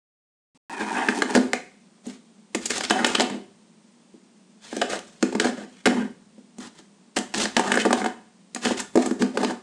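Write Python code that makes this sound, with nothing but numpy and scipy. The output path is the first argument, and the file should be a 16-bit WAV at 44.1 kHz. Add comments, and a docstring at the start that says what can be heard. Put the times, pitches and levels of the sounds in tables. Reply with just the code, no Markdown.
"""After half a second of silence a blink of room tone is heard, a second gap, then a drone and a hollow rasp:
a hand slides a plastic cable-hole cap over a wooden desk, close to a phone, and presses it into its hole.
Twice a cat's paw scratches it from below and pops it out; it bounces and rattles, and the hand fetches it.
Knocks are struck damped modes, scrapes are stick-slip noise driving such modes, the slide is filtered
stick-slip noise; a small hard room adds decaying noise and standing waves, and filtered noise is the air."""
import sys
import numpy as np
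from scipy import signal
from scipy.fft import rfft, irfft
from scipy.io import wavfile
from scipy.ndimage import uniform_filter1d, minimum_filter1d, map_coordinates

SR = 44100
rng = np.random.default_rng(int(sys.argv[2]) if len(sys.argv) > 2 else 0)


def unload_wav(signal):
    """Save mono or channel-first audio to the path in sys.argv[1] as 16-bit WAV at rate SR, clipped to [-1, 1]."""
    wavfile.write(
        sys.argv[1],
        SR,
        np.round(np.clip(np.atleast_2d(signal).T, -1, 1) * 32767).astype(np.int16),
    )


N = 424241
T = np.arange(N) / SR

# Levels of events are relative; each layer adds its own trim.
# Cap meets desk: pressed home, popped out, put back, flung up again, fetched. Columns: t/s, contact length/s,
# focus/dB (lost one octave from a centre), cap level/dB, cap centre f/Hz, desk thud level/dB, thud centre f/Hz,
# skirt level/dB, rim crack level/dB, edge tick level/dB
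KNOCKS = [ (1.086,0.0019,17,-17.5,1840,-21.5,330,-30.5,-31.5,-45),
          (1.123,.003,11,-29,1600,-36,380,-55,-49,-48), (1.22,0.0017,7.5,-18,1580,-21,414,-30,-26,-31.5),
          (1.301,0.0025,14,-33,982,-36,382,-59,-42,-42), (1.35,0.0021,5,-19.5,1700,-16,443,-40,-24.5,-24),
          (1.357,0.0025,17,-30.5,1500,-15,476,-39,-25,-35), (1.364,0.0022,8,-28,1100,-31,560,-43,-33,-39),
          (1.372,.002,7,-23.5,870,-16.5,272,-48,-37,-46),
          (1.532,0.0009,8,-20.5,1880,-24.5,563,-35,-25,-28.5),
          (2.065,0.0023,9.5,-47.5,880,-29.5,234,-62,-56,-41),
          (2.547,0.0028,7,-27,1700,-22,344,-33,-29.5,-25.5),
          (2.655,0.0037,2,-54,1520,-51,400,-55,-28,-22.5), (2.704,0.002,14,-26,2030,-28.5,400,-33,-28,-26),
          (2.779,0.0016,15,-36,750,-33.5,367,-50,-30,-27.5), (2.807,.002,6,-29,1210,-32,440,-38,-28,-34),
          (2.849,0.0016,13,-43,1630,-45,310,-46,-27.5,-41),
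          (2.898,0.0015,12,-33,1660,-30,390,-52,-23,-31.5),
          (2.906,0.002,2,-15,1160,-18,480,-19,-24.5,-22.5),
          (3.045,0.0019,8,-19.5,1800,-26,506,-18.5,-21,-27),
          (3.064,0.0034,10,-40,1500,-26,480,-47,-35,-24.5), (3.148,0.0025,7,-31,1600,-30,400,-29,-28,-31),
          (3.151,0.0017,4,-21.5,1710,-26.5,480,-18,-23,-32),
          (3.183,0.0035,13,-29.5,1800,-26,350,-42,-38,-44),
          (3.197,0.0011,6,-23,1240,-19.5,440,-26.5,-23,-34),
          (3.205,0.0019,4,-23,750,-22.5,620,-25,-19.5,-28), (3.216,0.0018,19,-28.5,780,-26,690,-43,-37,-29),
          (3.298,0.0016,4,-32,1470,-35,458,-42,-42,-41), (4.141,.002,17,-71.5,910,-40,300,-85,-76.5,-80),
          (4.727,.003,3,-37,994,-29,377.5,-55,-57,-62), (4.766,0.00082,11,-42,1500,-24.5,410,-58,-36,-32.5),
          (4.815,0.002,5.5,-25,1802,-22.5,680,-23.5,-27.5,-34),
          (4.821,0.0014,15,-27,1600,-20.5,570,-56,-53,-53),
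          (4.932,0.0024,69,-28.5,1270,-28.5,515,-44,-48,-55),
          (4.99,0.0015,6,-55,1361,-59,250.3,-43,-39,-38),
          (5.226,0.0015,8.5,-25.5,1630,-15,283,-40,-27.5,-28.5),
          (5.324,0.0028,9,-37.5,1307,-29,400,-56,-40,-45), (5.35,.002,9,-28.5,952,-21,294,-47,-37.5,-43),
          (5.398,0.0018,12,-21.5,1760,-22.5,431,-28,-21,-26), (5.412,.0015,12,-38,1790,-30,400,-45,-40,-42),
          (5.444,0.0022,7,-28.5,1210,-25,480,-46,-31.5,-36), (5.453,0.0025,9,-33,1211,-24,638,-50,-39,-41),
          (5.856,0.0029,5,-20,1602,-19,410,-25,-22,-22.5), (5.863,0.0028,11,-21,1763,-21.5,600,-29,-31,-36),
          (5.871,0.0012,2.5,-21.5,1401,-15.5,229,-35,-28,-42.5),
          (6.38,0.0025,12,-69,835,-40,318,-74,-66,-76.5), (6.583,0.0021,4,-52,741,-33,233.2,-57,-50,-42),
          (7.166,0.0027,7,-25,1514,-24.5,345,-34,-26.5,-27),
          (7.174,0.0012,0,-26,1420,-27.5,646,-49,-38,-37), (7.187,0.00088,6,-56,1611,-42,400,-54,-32,-30),
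          (7.339,.0017,1,-32.5,1708,-36,417,-44,-28,-36),
          (7.345,0.00082,16,-29.5,1608,-32,420,-48,-26.5,-36),
          (7.454,0.0019,1,-25,1212,-29,370,-44,-27.5,-42), (7.566,.0016,4.5,-19.5,1120,-19,490,-24,-19,-26),
          (7.577,.002,9,-22.5,900,-26,326.2,-50,-45,-45), (7.594,0.0015,9,-19,778,-22,440,-50,-30,-28.5),
          (7.718,0.0016,7.5,-18,1551,-24,420,-22.5,-27.5,-24.5),
          (7.739,0.0037,11,-23.5,1580,-26,385,-43,-34,-32), (7.754,0.0019,8,-27,1548,-22,380,-44,-43,-29),
          (7.772,0.0023,13,-18.5,1580,-20.5,520,-36,-33,-39),
          (7.851,0.0019,7,-21.5,1205,-18,380,-43,-33,-35), (7.86,0.0016,21,-24,877,-18.5,430,-49,-37,-48),
          (7.906,0.0029,6,-22,1150,-19,350,-50,-40,-38),
          (7.928,0.0014,7.5,-18,1010,-19.5,413,-27.5,-24.5,-24.5),
          (8.016,0.0021,10,-29,1750,-26,351,-41,-49.5,-48.5),
          (8.042,0.0024,1.5,-26,1212,-29.5,420,-37,-48,-38.5),
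          (8.059,0.0028,2,-22.5,792,-25,470,-34.5,-35.5,-38.5),
          (8.547,0.0013,10,-45,1501,-38,320.4,-57,-34,-27.5), (8.56,0.004,1,-31.5,1592,-33,280,-45,-37,-45),
          (8.65,0.0014,8,-30,1600,-43,400,-42,-27,-30), (8.655,0.0019,1,-27,1210,-23,503,-28.5,-27.5,-33),
          (8.668,.002,6,-28,1400,-23,308,-31,-47,-42), (8.707,0.0028,9,-28,752,-21.5,369.4,-37,-44,-48),
          (8.8,.002,28,-34.5,1310,-51,400,-50,-49,-26), (8.955,0.0027,5,-25.5,850,-13.5,404,-59,-36,-32.5),
          (8.973,0.0016,9,-26,950,-12.5,463,-56,-33.5,-42), (9.021,0.0024,6,-47,900,-33,399,-52,-38,-37),
          (9.059,0.0029,6,-35,1262,-24.5,319.8,-52,-36,-29),
          (9.109,0.0021,10,-33.5,1156,-21,335,-53,-40,-41),
          (9.221,.0016,8,-27,1432,-20.5,344.4,-42,-29,-33),
          (9.372,0.0017,11,-24,1348,-20.5,400,-45,-29.5,-38),
          (9.429,0.0046,11,-23.5,950,-23.5,411,-55,-33,-44),
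          (9.446,0.0014,7,-27,1006,-26,301.5,-34,-28,-39), (9.497,0.0019,15,-32,1148,-34,546.6,-44,-56,-48),
          (9.506,0.0017,22,-29,1140,-36,546,-58,-50,-52)]
# Strokes of claws, fingers and rim. Columns: start t/s, length/s, cap level/dB, cap centre f/Hz,
# desk rumble level/dB, rumble centre f/Hz, edge hiss level/dB
SCRAPES = [ (0.787, 0.098, -23.5, 1310, -26, 250, -48), (0.937, 0.12, -20.5, 1240, -27, 454, -58),
           (1.337, 0.044, -29, 1500, -29, 480, -38), (2.033, 0.15, -46.5, 1220, -40.5, 230, -50.5),
           (2.606, 0.083, -45, 2830, -59, 240, -43), (2.691, 0.12, -30, 1900, -44, 322, -33.5),
           (2.833, 0.026, -26, 3670, -32, 342, -29), (2.925, 0.16, -20.5, 1000, -23, 233, -46),
           (3.051, 0.12, -27.5, 1300, -28, 300, -38.5), (3.248, 0.16, -43, 895.5, -26, 260, -71),
           (4.6, 0.33, -40, 2744, -47.5, 217.4, -46.5), (4.889, 0.097, -25, 1210, -26, 576, -37.5),
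           (5.407, 0.1, -23.5, 1000, -20, 383, -39.5), (5.002, 0.39, -57, 2400, -65, 260, -56),
           (5.673, 0.18, -48, 2800, -56.5, 259.6, -57.5), (5.881, 0.19, -28, 1179, -20.5, 188, -57),
           (5.562, 0.1, -35, 1480, -27.5, 285, -52), (6.594, 0.096, -35.5, 1309, -38, 252, -45),
           (6.743, 0.077, -44, 1257, -40.5, 235, -51), (7.161, 0.028, -27, 2776, -43, 223, -28),
           (7.342, 0.059, -31, 815, -22, 304, -32.5), (7.394, 0.069, -32, 2000, -27, 328.4, -28),
           (7.627, 0.1, -23, 909.2, -24, 375, -40), (7.786, 0.044, -20, 3200, -28.5, 299.7, -32.5),
           (7.965, 0.059, -24.5, 728.6, -30, 247.6, -41), (8.608, 0.15, -27.5, 1440, -29.5, 318, -37.5),
           (8.765, 0.071, -45, 1303, -39, 229.9, -39), (8.791, 0.025, -24.5, 1400, -41, 301.4, -35),
           (8.975, 0.13, -28.5, 830, -44, 270, -43.5), (9.19, 0.045, -31, 1297, -16.5, 260.6, -41),
           (9.335, 0.041, -38, 920, -23.5, 328.4, -52), (9.384, 0.072, -29.5, 1000, -20, 380, -45),
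           (9.456, 0.077, -32, 1096, -26.5, 307.6, -45)]
# The hand pushes the cap flat over the wood. Columns: start t/s, stop t/s, rasp level/dB, desk rumble level/dB
PUSHES = [(0.66, 1.06, -25.5, -29.5), (1.066, 1.222, -30, -26), (1.288, 1.333, -21.5, -17.5)]

# Modes of the cap's flat face. Columns: f/Hz, level/dB
FACE_MODES = [(750, -4), (882, -4.5), (1010, -6.5), (1190, -3.5), (1445, -3.5), (1605, -2), (1720, -3),
              (1840, -1), (2100, 0.5), (2520, -2.5)]
# Modes of the cap's skirt, which rings when no hand or hole holds it. Columns: f/Hz, level/dB
SKIRT_MODES = [(2600, -2), (3010, 3), (3160, -8.5), (3400, -1.5), (3850, -4), (4340, -14.5), (4957, -11.5)]
# Modes of the desk top. Columns: f/Hz, level/dB
DESK_MODES = [(205, -6), (236, -3.5), (258, -3), (325, -5.5), (355, -4), (400, 0.5), (470, -4.5), (520, -3),
              (574, -2), (675, 0), (742, 2)]
# Spectrum of the struck rim. 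Columns: f/Hz, level/dB
RIM_CRACK = [(500, -33), (1700, -9), (2500, -0.5), (3010, -4.5), (3400, -5), (4300, -2), (4957, -1.5),
             (5600, -6.5), (9000, -17.5)]
# Spectrum of the struck edge. Columns: f/Hz, level/dB
EDGE_TICK = [(1000, -15), (4000, -20.5), (5600, -9.5), (6800, 0), (8000, -0.5), (9100, -9), (10500, 1.5),
             (14000, -8.5)]
# Spectrum of the cap's thin edge when scraped. Columns: f/Hz, level/dB
EDGE_HISS = [(2500, -7.5), (3500, -6), (4400, -6.5), (5600, -8), (6800, -7), (8000, -8.5), (9100, -12),
             (10500, -10.5), (14000, -14)]
# Spectrum of the gliding cap's hollow. Columns: f/Hz, level/dB
SLIDE_HOLLOW = [(500, -35), (720, -6.5), (900, 0), (1050, -5), (1300, -33)]
# Spectrum of the gliding rim. Columns: f/Hz, level/dB
SLIDE_RASP = [(900, -36), (1250, -8), (1560, -1.5), (1780, 1.5), (2150, -14.5), (2550, 0), (2850, -23),
              (3150, -11.5), (4000, -32)]
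# Spectrum of the rubbed desk. Columns: f/Hz, level/dB
DESK_RUMBLE = [(100, -25.5), (160, -17.5), (230, 4.5), (290, 4.5), (390, 7.5), (500, -10), (700, -4),
               (950, -17)]

# Decay of the diffuse echo. Columns: f/Hz, t60/s
ROOM_T60 = [(100, 1.4), (220, 0.5), (400, 0.435), (1500, .5), (4000, 0.51), (7000, 0.46), (12000, 0.63)]
# Spectrum of the diffuse echo. Columns: f/Hz, level/dB
ROOM_COLOUR = [(100, -8), (220, -2), (400, -1), (800, -2), (1600, -2.5), (4000, -2.5), (7000, -2.5),
               (12000, -6.5)]
# Standing waves of the room. Columns: f/Hz, t60/s, level/dB
ROOM_MODES = [(199, .55, 1.5), (217.7, 0.29, 3), (237.2, .4, 3), (257.5, 0.37, 5.5), (333.7, 0.24, -3),
              (353, 0.26, -6), (397.6, 0.42, 1.5), (421, 0.25, -2), (571, 0.32, 0), (680, 0.25, 2),
              (737, .4, 2), (901, .4, 0.5)]
# Spectrum of the indoor drone and hiss. Columns: f/Hz, level/dB
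AIR = [(24, -89), (40, -57), (140, -18), (170, -3), (192, 0.5), (239, -1.5), (264, -12), (363, -13),
       (476, -17.5), (721, -20.5), (1020, -22), (1400, -27), (7590, -29), (9460, -29), (14000, -73.5)]
# Spans in which sound is let through, with silence outside. Columns: from t/s, to t/s
LIVE = [(.548, .575), (.697, 9.7)]

DESK_Q, CAP_Q, SKIRT_Q = 8, 13, 26  # wood and soft plastic ring for few cycles
CAP_DETUNE = .012  # the grip shifts the cap's modes by this share
STROKE_RISE, STROKE_FALL = 0.13, 0.31  # shares of a stroke spent speeding up and stopping
GRIP_DB, GRIP_PER_S = 3, 100  # the grip tightens and loosens at random
GRIP_SHIFT_S = .03  # a rubbed body answers with a new mix of its modes about this often
PUSH_START_SHARE = 0.34  # speed at the outset, as a share of full speed
PUSH_SPEEDUP_S, PUSH_EDGE_S = 0.28, 0.041  # time constant of speeding up; smoothing of start and stop
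SLIDE_WANDER, SLIDE_FLICKER_DB = .035, 2  # wander of the resonances, as a share, and of their level
TOP_HZ = 15800  # next to no sound above this frequency


def knocks(cap_db, thud_db, skirt_db, crack_db, tick_db):
    """Impact excitation: each contact ticks the edge, cracks the rim and rings face, skirt and desk top."""
    out, t = np.zeros(N), T[:SR // 12]
    for (s, contact_s, focus_db, face_level, face_hz, desk_level, desk_hz,
         skirt_level, rim_level, edge_level) in KNOCKS:
        face, desk = bodies(t, FACE_MODES, face_hz, desk_hz, focus_db, focus_db, contact_s)
        skirt = ring(SKIRT_MODES, t, SKIRT_Q, centre_hz=3200, focus_db=2.5, scatter_db=-0.5, detune=0.0081)
        skirt = skirt * (1 - np.exp(-t / contact_s))
        rim = chatter(RIM_CRACK, t, contact_s)
        edge = chatter(EDGE_TICK, t, contact_s)
        add(out, s, blow(face, face_level + cap_db))
        add(out, s, blow(desk, desk_level + thud_db))
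        add(out, s, blow(skirt, skirt_level + skirt_db))
        add(out, s, blow(rim, rim_level + crack_db))
        add(out, s, blow(edge, edge_level + tick_db))
    return out


def bodies(t, cap_modes, cap_hz, desk_hz, cap_focus_db, desk_focus_db, contact_s):
    """Modal response: one tap sets off the cap, with a little grit, and the slower desk top."""
    grit = rng.standard_normal(len(t)) * np.exp(-t / 0.0078)
    cap = ring(cap_modes, t, CAP_Q, cap_hz, cap_focus_db, scatter_db=4.0, detune=CAP_DETUNE)
    cap = cap + 0.16 * grit
    desk = ring(DESK_MODES, t, DESK_Q, desk_hz, desk_focus_db, scatter_db=1.5, detune=0.0058)
    return cap * (1 - np.exp(-t / contact_s)), desk * (1 - np.exp(-t / 0.0038))


def ring(modes, t, q, centre_hz, focus_db, scatter_db, detune):
    """Modal superposition: damped sines, favoured near a centre and shifted a little by spot and grip."""
    hz, db = np.transpose(modes)
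    size, shift = rng.standard_normal((2, len(hz)))
    octaves_off = np.log2(hz / centre_hz)
    gain = undb(db + scatter_db * size - focus_db * octaves_off ** 2)
    phase = 2 * np.pi * np.outer(hz * (1 + detune * shift), t)
    start_phase = 2 * np.pi * rng.random((len(hz), 1))
    decay = np.exp(-phase / (2 * q))
    return gain @ (np.sin(phase + start_phase) * decay)


def chatter(points, t, length_s):
    """Repeated micro-impact: hard plastic buzzes on the wood for a few milliseconds as it lands."""
    burst = rng.standard_normal(len(t)) * t * np.exp(-t / length_s)
    return colour(burst, points)


def blow(x, db):
    """Level by early energy: set the rms of the first 20 ms."""
    return x * undb(db) / np.sqrt(np.mean(x[:SR // 50] ** 2))


def scrapes(rasp_db, rumble_db, hiss_db):
    """Friction excitation: slips swell, hold and stop, driving cap and desk at a contact that moves along."""
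    out, t = np.zeros(N), T[:SR // 16]
    edge = colour(1. * (t == 0), EDGE_HISS)
    slips = friction(N, slips_per_s=8000, spread_db=0.5) * undb(GRIP_DB * walk(GRIP_PER_S))
    for start_s, length_s, cap_level, cap_hz, desk_level, desk_hz, edge_level in SCRAPES:
        progress = np.linspace(0, 1, int(length_s * SR))
        speed = np.minimum(1, np.minimum(progress / STROKE_RISE, (1 - progress) / STROKE_FALL))
        force = unit(slips[int(start_s * SR):][:len(speed)] * speed)
        spots = np.linspace(0, 1, int(length_s / GRIP_SHIFT_S) + 1)
        for spot in np.eye(len(spots)):
            # neighbouring spots cross-fade at constant power
            push = force * np.sqrt(np.interp(progress, spots, spot))
            cap, desk = bodies(t, FACE_MODES + SKIRT_MODES, cap_hz, desk_hz,
                               cap_focus_db=6.5, desk_focus_db=5, contact_s=0.00063)
            layers = [(cap, cap_level + rasp_db), (desk, desk_level + rumble_db), (edge, edge_level + hiss_db)]
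            for body, db in layers:
                sound = signal.fftconvolve(push, body)
                same_energy = np.linalg.norm(push) / np.linalg.norm(sound)
                add(out, start_s, sound * undb(db) * same_energy)
    return out


def friction(count, slips_per_s, spread_db):
    """Stick and slip: tiny jolts of uneven size at random moments."""
    spread = spread_db * np.minimum(rng.exponential(size=count), 4)
    size = undb(spread) * rng.standard_normal(count)
    return size * (rng.random(count) < slips_per_s / SR)


def slide(hollow_db, rasp_db, rumble_db):
    """Damped sliding friction: the hand dulls the cap to a hollow rasp that grows as a push gathers speed."""
    force = friction(N, slips_per_s=1000, spread_db=2.5) * undb(2.5 * walk(70))
    rim_drive, desk_drive = np.zeros((2, N))
    for start_s, stop_s, rim_level, desk_level in PUSHES:
        t = T[:int((stop_s - start_s) * SR)]
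        speed = 1 - (1 - PUSH_START_SHARE) * np.exp(-t / PUSH_SPEEDUP_S)
        add(rim_drive, start_s, speed * undb(rim_level))
        add(desk_drive, start_s, speed * undb(desk_level))
    out = np.zeros(N)
    for points, drive, db in [(SLIDE_HOLLOW, rim_drive, hollow_db), (SLIDE_RASP, rim_drive, rasp_db),
                              (DESK_RUMBLE, desk_drive, rumble_db)]:
        envelope = uniform_filter1d(drive, int(PUSH_EDGE_S * SR) + 1)
        out += rock(colour(force, points)) * undb(db) * envelope
    return out


def rock(x):
    """Modulated resonance: the cap rocks under the fingers, so pitch wanders and level flickers."""
    place = np.cumsum(1 + SLIDE_WANDER * walk(14))
    wandering = map_coordinates(x, [place], order=1, mode="mirror")
    return unit(wandering * undb(SLIDE_FLICKER_DB * walk(35.9)))


def contacts():
    """Directivity: knocks and scrapes with one random mix of modes, as radiated in one direction."""
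    struck = knocks(cap_db=-2.0, thud_db=-0.5, skirt_db=-3.5, crack_db=-4.0, tick_db=-0.5)
    return struck + scrapes(rasp_db=-9.5, rumble_db=-7.5, hiss_db=1.05)


def room(x, wet_db, build_s, linger):
    """Reverberation: bare walls and a tiled floor give a dense echo whose decay time depends on frequency."""
    t = T[:SR]
    hz = np.arange(SR // 2 + 1)
    noise = rfft(rng.standard_normal(SR))
    octaves = np.log2(hz + 1)
    centres = np.log2(np.array(ROOM_T60)[:, 0])
    tail = np.zeros(SR)
    for share, (_, t60) in zip(np.eye(len(centres)), ROOM_T60):
        band = irfft(noise * np.interp(octaves, centres, share))
        tail += band * undb(-60 * (t / t60) ** linger)  # linger below 1: steeper first, slower later
    tail = tail * (1 - np.exp(-t / build_s))
    diffuse = colour(tail / np.linalg.norm(tail), ROOM_COLOUR)
    return signal.fftconvolve(x, diffuse + standing_waves(t))[:N] * undb(wet_db)


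def standing_waves(t):
    """Room resonance: the low modes each die exponentially at their own pace."""
    hz, t60, db = np.transpose(ROOM_MODES)
    damping = np.log(1000) / t60
    phase = 2 * np.pi * (np.outer(hz, t) + rng.random((len(hz), 1)))
    gain = undb(db) * 2 * damping / SR
    return gain @ (np.sin(phase) * np.exp(-np.outer(damping, t)))


def air(level_db):
    """Stationary noise: a quiet, steady indoor drone under a fine hiss."""
    return unit(colour(rng.standard_normal(N), AIR)) * undb(level_db)


def undb(db):
    """Logarithmic level: decibels to amplitude gain."""
    return 10 ** (np.asarray(db) / 20)


def unit(x):
    """Normalization: scale to an rms of 1."""
    return x / np.sqrt(np.mean(x ** 2))


def on_log_axis(hz, points):
    """Logarithmic interpolation: read (f/Hz, value) points at the given frequencies."""
    f, value = np.transpose(points)
    return np.interp(np.log(hz + 1), np.log(f), value)


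def colour(x, points):
    """Minimum-phase filtering: a folded cepstrum makes the (f/Hz, level/dB) response causal."""
    size = 4096
    log_gain = on_log_axis(np.arange(size // 2 + 1) * SR / size, points) * np.log(10) / 20
    cepstrum = irfft(log_gain)
    cepstrum[1:size // 2] *= 2
    cepstrum[size // 2 + 1:] = 0
    impulse = irfft(np.exp(rfft(cepstrum)))
    return signal.fftconvolve(x, impulse)[:len(x)]


def walk(rate):
    """Band-limited chance: normal random values, rate of them a second, joined by straight lines."""
    steps = rng.standard_normal(size=4096)
    return np.interp(T * rate, np.arange(len(steps)), steps)


def add(out, s, x):
    """Superposition: mix x into out from time s."""
    start = int(s * SR)
    out[start:start + len(x)] += x[:N - start]


def scene():
    """Directivity in a room: walls get other mixes of modes, so the echo is smoother than the direct sound."""
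    gliding = slide(hollow_db=-4.5, rasp_db=-7.0, rumble_db=-3)
    near = contacts() + gliding
    behind = contacts() + gliding
    echo = sum(room(x, wet_db=-5.5, build_s=0.00018, linger=0.91) for x in (near, behind))
    return (near + echo + air(level_db=-49))[None]


def suppressor(x, threshold_db, depth_db):
    """Downward expansion: quiet sound is lowered by up to the depth, which shortens the ends of the echoes."""
    power = np.abs(uniform_filter1d(x ** 2, size=1764))  # 40 ms mean
    return x * undb(-depth_db / (1 + power / undb(threshold_db) ** 2))


def limiter(x, ceiling_db, hold_s):
    """Peak limiting: the gain falls just ahead of each peak above the ceiling and returns soon after."""
    size = int(hold_s * SR) + 1
    gain = np.minimum(1, undb(ceiling_db) / (np.abs(x) + 1e-9))
    return x * uniform_filter1d(minimum_filter1d(gain, size), size)


def record(dry):
    """Transduction: the phone thins bass, lowers quiet noise and limits peaks. 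Apart from that, the treble
    fades steeply above 10 kHz."""
    # columns: f/Hz, level/dB
    response = [(30, -10.5), (110, -4.5), (150, -4.5), (195, -0.5), (9300, -1.0), (9900, -10.0),
                (10300, -17.5), (11000, -27.5), (13500, -24.5), (15500, -42.5)]
    sound = suppressor(colour(dry[0], response), threshold_db=-36.0, depth_db=6.0)
    sound = limiter(sound, ceiling_db=-2.8, hold_s=.006)
    sound = sound * sum((T >= start) & (T < stop) for start, stop in LIVE)
    low_pass = signal.ellip(8, .2, 70, TOP_HZ, fs=SR, output="sos")
    return signal.sosfilt(low_pass, sound)[None]


dry = scene()
out = record(dry)
unload_wav(out)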